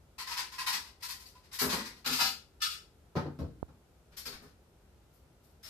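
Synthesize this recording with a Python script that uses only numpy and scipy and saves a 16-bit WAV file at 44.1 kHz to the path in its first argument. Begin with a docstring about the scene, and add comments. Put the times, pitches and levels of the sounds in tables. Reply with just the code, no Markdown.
"""Steel instruments are sorted in a metal tray on a trolley, a few steps away in a small hard-walled room.
A steel bowl is set down and rocks, the trolley top booms under heavier things, and a cabinet knocks shut.
Each blow is a flurry of contacts that drives a wash of crowded, short-lived modes, plus a few clear ones.
Most of it arrives as reverberation, over a faint rumble; one soft pop touches the right microphone."""
import sys
import numpy as np
from scipy import signal
from scipy.fft import rfft, irfft
from scipy.io import wavfile

SR = 44100
rng = np.random.default_rng(int(sys.argv[2]) if len(sys.argv) > 2 else 0)


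def wav_out(sig):
    """Save sig, one row per channel (or a flat mono array), as 16-bit PCM at SR to the path in sys.argv[1]."""
    wavfile.write(sys.argv[1], SR, np.round(np.clip(np.atleast_2d(sig).T, -1, 1) * 32767).astype(np.int16))


N = 250929
EDGE_HZ = 14400
RING_T = np.arange(20480) / SR  # time axis of one blow, seconds

# Room field. Each row: frequency in Hz, left-right correlation.
COHERENCE = [(100, 0.96), (280, 0.91), (500, 0.61), (900, 0.51), (2000, 0)]


def amp(db):
    """Decibels to gain."""
    return 10 ** (np.asarray(db) / 20)


def unit_rms(x):
    """Scales to an rms of one."""
    return x / np.sqrt(np.mean(x ** 2) + 1e-20)


def curve_at(points, hz):
    """Interpolates over log frequency."""
    f, value = np.transpose(points)
    return np.interp(np.log(hz + 1), np.log(f + 1), value)


def add(mix, start_s, sound):
    """Mixes in a stereo sound."""
    part = mix[:, round(start_s * SR):][:, :sound.shape[1]]
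    part += sound[:, :part.shape[1]]


def stereo_pair(z, hz):
    """Two unrelated spectra become a pair: alike in the bass, louder on the left in the treble."""
    # Each row: frequency in Hz, left over right in dB.
    balance = [(100, 1.5), (600, 1), (1200, -0.5), (2300, 0), (4300, 9.5), (7800, 1.5), (12000, 7)]
    same = curve_at(COHERENCE, hz)
    lean = amp(curve_at(balance, hz) / 2)
    return np.array([z[0] * lean, (same * z[0] + np.sqrt(1 - same ** 2) * z[1]) / lean])


def room_response(build_s, direct_db, uneven_db=4.5, early_s=0.013, direct_sample=128):
    """Direct sound, then reflections that build unevenly into a tail that lasts longest in the bass."""
    # Each row: frequency in Hz, T60 in seconds.
    room_t60 = [(100, 0.45), (250, 0.62), (600, 0.25), (1400, 0.32), (4000, 0.31), (9000, 0.29),
                (14000, 0.23)]
    taps, size = rng.standard_normal((2, 2, len(RING_T)))
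    taps *= amp(uneven_db * size * np.exp(-RING_T / early_s))
    hz, t, spectra = signal.stft(taps, SR, nperseg=256)
    decay = amp(-60 * t / curve_at(room_t60, hz)[:, None])
    tail = signal.istft(spectra * decay, SR, nperseg=256)[1][:, :len(RING_T)]
    direct = amp(direct_db) * (np.arange(len(RING_T)) == direct_sample)
    return direct + tail * (1 - np.exp(-RING_T / build_s)) ** 2


def clatter(clatter_s, chatter=1.08, count=12):
    """One contact, then smaller bounces spread over twice clatter_s."""
    jitter, size = rng.random(count), rng.standard_normal(count)
    bounce_s = (np.arange(count) + jitter) / count * 2 * clatter_s
    contacts = np.zeros(len(RING_T))
    contacts[0] = 1
    contacts[(bounce_s * SR).astype(int) + 1] = chatter * size / np.linalg.norm(size)
    return contacts / np.linalg.norm(contacts)


def ringing(partials, swell_s, vary_db=1.0, t60_cap_s=0.38):
    """Dying modes, weighted anew by each strike; they swell as the room fills."""
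    hz, db, t60_s = np.transpose(partials)
    gains = amp(db + vary_db * rng.standard_normal(len(hz)))
    phasors = np.exp(2j * np.pi * rng.random((2, len(hz))))
    damping = np.log(1000) / np.minimum(t60_s, t60_cap_s)
    waves = np.exp(np.outer(2j * np.pi * hz - damping, RING_T))
    pair = (gains * stereo_pair(phasors, hz)) @ waves
    return np.sqrt(2) * pair.real * (1 - np.exp(-RING_T / swell_s)) ** 2


def blow(strike, partials, wash, build_s, ridge_db, ridge_hz, direct_db=0):
    """One blow clatters into the wash of the body and the room, and sets the clear modes ringing."""
    db, clatter_s, tilt_db_oct, ring_db = strike
    hz = np.fft.rfftfreq(len(RING_T), 1 / SR)
    octaves = np.log2(np.maximum(hz, 50))
    # while the pieces still touch, the modes are damped into broad ridges of the wash
    ridges = np.max([amp(mode_db / 2) * np.exp(-np.minimum(((hz - mode_hz) / ridge_hz) ** 2, 20))
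                     for mode_hz, mode_db, _ in partials], axis=0)
    colour_db = curve_at(wash, hz) + tilt_db_oct * octaves + ridge_db * ridges / ridges.max()
    drive = rfft(clatter(clatter_s)) * amp(colour_db) * (hz < EDGE_HZ)
    drive /= np.sqrt(np.mean(abs(drive) ** 2))
    crash = irfft(stereo_pair(rfft(room_response(build_s, direct_db)), hz) * drive)
    tones = amp(ring_db) * ringing(partials, build_s + clatter_s / 4)
    fade_out = np.clip((RING_T[-1] - .03 - RING_T) / .05, 0, 1)
    return amp(db) * fade_out * (crash + tones)


def rumble(rms_db=-62, right_db=-1.0):
    """Steady low room noise with a faint hiss."""
    # Each row: frequency in Hz, relative density in dB.
    noise_floor = [(12, -53.5), (20, -27.5), (26, -27.5), (41, -6), (64, 2.5), (107, -10), (120, -8.5),
                   (158, -10.5), (274, -17), (382, -14.5), (922, -23), (1150, -27), (1320, -24),
                   (1740, -30), (14500, -39)]
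    hz = np.fft.rfftfreq(N, 1 / SR)
    left, unrelated = rfft(rng.standard_normal((2, N))) * amp(curve_at(noise_floor, hz))
    same = curve_at(COHERENCE, hz)
    right = amp(right_db) * (same * left + np.sqrt(1 - same ** 2) * unrelated)
    return amp(rms_db) * unit_rms(irfft(np.array([left, right]), N))


def pop(at_s=3.6292, peak_db=-16.5, width_s=0.00035, swing_hz=62, swing_db=-17, decay_s=0.013):
    """A dry pressure spike on the right microphone, then a low, quickly dying swing back."""
    t = np.arange(N) / SR - at_s
    after_s = np.maximum(t, 0)
    spike = np.exp(-(t / width_s) ** 2)
    swing = amp(swing_db) * np.sin(2 * np.pi * swing_hz * after_s) * np.exp(-after_s / decay_s)
    return np.array([np.zeros(N), amp(peak_db) * (spike - swing)])


def cabinet(clatter_s=.0045):
    """The door knocks, rebounds and latches, dull and near enough for a strong direct sound."""
    # Each row: frequency in Hz, relative level in dB, uncapped T60 in seconds.
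    door_modes = [(88.4, -8.5, 0.39), (145.6, 0, 0.51), (175, -5.5, 0.64), (247.3, -2.5, 0.35),
                  (301.6, -2.5, 0.19), (553.3, -10, 0.17), (1310, -16.5, 0.18)]
    # Each row: frequency in Hz, relative density in dB.
    door_wash = [(30, -30), (80, -2), (170, -3), (380, -1), (520, 0), (750, -7.5), (1250, -11.5),
                 (2100, -24.5), (2800, -32), (5000, -35.5), (8000, -50.5), (14000, -54)]
    # Each row: start in seconds, level in dB, tilt in dB per octave, ring in dB.
    door_knocks = [(3.152, -34, 2, -11.5), (3.16, -32, 2, 0.5), (3.252, -41.5, 0, 1), (3.387, -48.5, 6, 10),
                   (3.408, -37.5, -5, -3.5), (3.68, -59, 2, 0)]
    out = np.zeros((2, N))
    for s, db, tilt_db_oct, ring_db in door_knocks:
        strike = db, clatter_s, tilt_db_oct, ring_db
        add(out, s, blow(strike, door_modes, door_wash,
                         build_s=0.0027, ridge_db=-0.5, ridge_hz=30, direct_db=15))
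    return out


def trolley():
    """The top booms under heavy pieces, rattling longer and brighter the harder they land."""
    # Each row: frequency in Hz, relative level in dB, uncapped T60 in seconds.
    top_modes = [(146.6, -10, 0.39), (200, -12.5, 0.051), (224.3, -12.5, 0.5), (254, 0.5, 0.32),
                 (415.8, -7.5, 0.27), (473, -12.5, 0.1)]
    # Each row: frequency in Hz, relative density in dB.
    top_wash = [(30, -21), (65, 1), (120, -10), (240, -2.5), (340, -7), (470, -2.5), (700, -9.5),
                (1100, -8), (1700, -11.5), (2800, -25.5)]
    # Each row: start in seconds, level in dB, ring in dB.
    landings = [(.732, -58.5, -0.5), (1.613, -27.5, -3.5), (1.725, -32.5, -14), (2.057, -42, -1.5),
                (2.104, -45.5, 5), (2.21, -46.5, 2), (4.262, -49.5, -3.5), (4.418, -53, -2)]
    # Each row: landing level in dB, clatter in seconds, tilt in dB per octave.
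    by_weight = [(-50, .012, 0.5), (-30, .026, 1.86)]
    weight_db, clatter_s, tilt_db_oct = np.transpose(by_weight)
    out = np.zeros((2, N))
    for s, db, ring_db in landings:
        strike = db, np.interp(db, weight_db, clatter_s), np.interp(db, weight_db, tilt_db_oct), ring_db
        add(out, s, blow(strike, top_modes, top_wash, build_s=0.0026, ridge_db=6, ridge_hz=25.1))
    return out


def loose_tools():
    """Tools meet away from the tray: firm touches click, faint ones slide."""
    # Each row: frequency in Hz, relative level in dB, uncapped T60 in seconds.
    tool_modes = [(1460, -42, 0.4), (4460, -14, .35), (4770, -17, 0.42), (5135, -18.5, 0.41)]
    # Each row: frequency in Hz, relative density in dB.
    tool_wash = [(300, -22), (700, -13), (1000, -10.5), (1500, -5.5), (2300, -4.5), (2800, -6), (3500, -5),
                 (5100, -1), (6400, -6), (8000, -8.5), (10000, -8.5), (13000, -3.5), (14500, -8)]
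    # Each row: start in seconds, level in dB, tilt in dB per octave, ring in dB.
    touches = [(4.117, -55.5, -5.5, -7), (4.165, -38.5, 1, -12), (4.251, -37, -1.5, 4),
               (4.318, -45, -4.5, -6), (4.428, -59.5, -3.5, -7), (5.125, -65.5, 7, -11),
               (5.432, -63.5, 4.5, -9), (5.627, -46.5, -0.5, -8), (5.656, -46.5, -1, -6)]
    # Each row: touch level in dB, clatter in seconds.
    by_firmness = [(-58, .028), (-40.5, .005)]
    out = np.zeros((2, N))
    for s, db, tilt_db_oct, ring_db in touches:
        strike = db, np.interp(db, *np.transpose(by_firmness)), tilt_db_oct, ring_db
        add(out, s, blow(strike, tool_modes, tool_wash, build_s=0.0052, ridge_db=1.5, ridge_hz=55))
    return out


def slim_tools(swell_s=0.0044, tweezer_hz=12230, tweezer_t60_s=0.2):
    """Slim steel tools and tweezers each sing one brief note when dropped or jolted; the tray too sings one
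    brief low note of its own."""
    # Each row: start in seconds, frequency in Hz, level in dB, T60 in seconds; the 1003 Hz note is the tray's
    # own.
    single_pings = [(1.091, 4530, -53, .22), (1.256, 4540, -45.5, 0.076), (1.351, 1003, -54, 0.18),
                    (5.632, 5260, -50.5, .38)]
    # Each row: start in seconds, level in dB.
    tweezer_jolts = [(1.54, -44), (1.594, -37), (1.612, -33)]
    out = np.zeros((2, N))
    for s, hz, db, t60_s in single_pings:
        add(out, s, ringing([(hz, db, t60_s)], swell_s))
    for s, db in tweezer_jolts:
        add(out, s, ringing([(tweezer_hz, db, tweezer_t60_s)], swell_s))
    return out


def bowl_blows(graze_lead_s=.013, graze_db_oct=-3, clatter_s=.012,
               rock_s=.035, rock_shrink=.8, ring_step_db=4, masked_db=20):
    """The bowl grazes, lands and rocks to rest: each rock is weaker, sooner and rings more freely."""
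    # Each row: start in seconds, level in dB, loss per rock in dB, tilt in dB per octave,
    # ring in dB, place from 0 (base) to 1 (rim).
    setdowns = [(2.057, -28.5, 4.5, -1, -10.5, 0.36), (2.123, -28, 5.5, 0, -20, 0.35),
                (2.199, -25, 8, -1.1, 2, 0.1), (2.261, -35.5, 21, 2.5, -3.5, 0.7),
                (2.615, -28, 11, 1.2, 1.5, 0.98), (2.7, -39, 10.5, 1, -6, 1)]
    for s, db, loss_db, tilt_db_oct, ring_db, place in setdowns:
        graze_db = np.interp(place, [0, 1], [-4, -18.5])  # the base grazes more than the rim
        yield s - graze_lead_s, db + graze_db, clatter_s, tilt_db_oct + graze_db_oct, ring_db, place
        for k in range(3):
            if k * loss_db < masked_db:
                yield s, db - k * loss_db, clatter_s, tilt_db_oct, ring_db + k * ring_step_db, place
            s += rock_s * rock_shrink ** k


def bowl():
    """The place of the blow, from base to rim, decides which of the steel bowl's modes speak."""
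    # Each row: frequency in Hz, T60 in seconds, relative level in dB struck on the base, on the rim.
    bowl_modes = [(780, .22, -16, -40), (942, .25, -14, -32), (1279, .3, -15, -10), (1395, .3, -18, -16),
                  (1652, .26, -14, -28), (1764, .25, -17, -13), (2067, .23, -18, -26),
                  (2562, .29, -14, -24), (2777, .3, -21, -19), (2942, .3, -19, -12), (2988, .24, -16, -24),
                  (3235, .25, -20, -25), (3385, .33, -26, -12), (3620, .27, -13, -11),
                  (3940, .28, -18, -15), (4048, .25, -10, -26), (4396, .26, -13, -9), (4694, .3, -12, -18),
                  (4946, .28, -11, -16), (5393, .34, -12, -22), (5425, .26, -23, -8), (6098, .28, -19, -21),
                  (6853, .28, -18, -28)]
    # Each row: frequency in Hz, relative density in dB struck on the base, on the rim.
    bowl_wash = [(293.3, -39, -25), (612, -12.5, -39.5), (903, -8, -18.5), (1310, -9.5, 2),
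                 (1890, -11.5, -7.5), (2380, -5, 2), (3110, -8.5, -2.5), (4240, -4.5, -2.5),
                 (5100, -4.5, 2.5), (5570, -4.5, -4.5), (7500, -8.5, -4), (11000, -9, -10.5),
                 (13700, 0.5, -6.5), (14200, -23.5, -18)]
    out = np.zeros((2, N))
    for s, *strike, place in bowl_blows():
        partials = [(hz, np.interp(place, [0, 1], ends_db), t60_s) for hz, t60_s, *ends_db in bowl_modes]
        wash = [(hz, np.interp(place, [0, 1], ends_db)) for hz, *ends_db in bowl_wash]
        add(out, s, blow(strike, partials, wash, build_s=0.0034, ridge_db=9, ridge_hz=65))
    return out


def tray_blows(other_end_s=.061, damped_db=7, drop_clatter_s=.011,
               nudge_clatter_s=.012, nudge_db_oct=-0.53):
    """A laid-down tool lands on one end, which damps the tray, then the other; a nudge strikes once."""
    # Each row: start in seconds, level in dB, second end over first in dB, tilt in dB per octave,
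    # ring in dB.
    tool_drops = [(.304, -33, 4.5, -1, -5), (0.661, -26, -2.5, 0, -1), (1.022, -35, 0, 2.5, -3),
                  (1.195, -49, -2.5, 3.5, -2), (1.524, -38, 13, 2, -17), (1.712, -29, -6.5, -2, -8)]
    # Each row: start in seconds, level in dB, ring in dB.
    wall_nudges = [(.18, -35, -4.5), (.265, -36, -4.5), (0.515, -41.5, -10), (.579, -33, 3),
                   (.842, -49, -4), (1.0, -53.5, -7), (1.345, -59, 2), (1.43, -58.5, -12), (1.511, -48, -6),
                   (1.688, -29.5, -5.5), (1.846, -39.5, -5), (1.957, -56, -19.5)]
    for s, db, other_db, tilt_db_oct, ring_db in tool_drops:
        yield s, db, drop_clatter_s, tilt_db_oct, ring_db
        yield s + other_end_s, db + other_db, drop_clatter_s, tilt_db_oct, ring_db - damped_db
    for s, db, ring_db in wall_nudges:
        yield s, db, nudge_clatter_s, nudge_db_oct, ring_db


def tray(tool_db=-16, tool_t60_s=0.214, note_count=6):
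    """Each blow rings the metal tray and adds a few random notes of the jolted tool."""
    # Each row: frequency in Hz, relative level in dB, uncapped T60 in seconds.
    tray_modes = [(966, -15.5, 0.24), (1003, -17, 0.43), (1038, -11.5, 0.4), (1080, -28.5, 0.36),
                  (1933, 5.5, 0.031), (2560, -6.5, 0.16), (3930, -45.5, 0.15), (4300, -42, 0.55),
                  (4440, -13, 0.059), (4873, -30.5, 0.9), (4900, -13, 0.29), (5210, -24.5, 0.19),
                  (6300, -22.5, 0.22)]
    # Each row: frequency in Hz, relative density in dB.
    tray_wash = [(300, -25), (650, -18.5), (950, 2.5), (1250, -2.5), (2100, -0.5), (2900, -2.5),
                 (3400, -3.5), (4000, 0), (5100, 1), (6400, -5.5), (8000, -7), (10000, -9.5), (13000, -7.5),
                 (14500, -12)]
    out = np.zeros((2, N))
    for s, *strike in tray_blows():
        notes_hz = np.exp(rng.uniform(np.log(1200), np.log(6000), note_count))
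        partials = tray_modes + [(hz, tool_db, tool_t60_s) for hz in notes_hz]
        add(out, s, blow(strike, partials, tray_wash, build_s=0.0061, ridge_db=6, ridge_hz=55))
    return out


def scene():
    """Tray, tools, bowl, trolley and the nearer cabinet in the quiet room."""
    return tray() + loose_tools() + bowl() + trolley() + cabinet() + slim_tools() + pop() + rumble()


def record(dry):
    """Steep low-pass at the band edge."""
    taps = signal.firwin(511, EDGE_HZ, window=("kaiser", 9), fs=SR)
    return signal.oaconvolve(dry, taps[None], "same")


dry = scene()
out = record(dry)
wav_out(out)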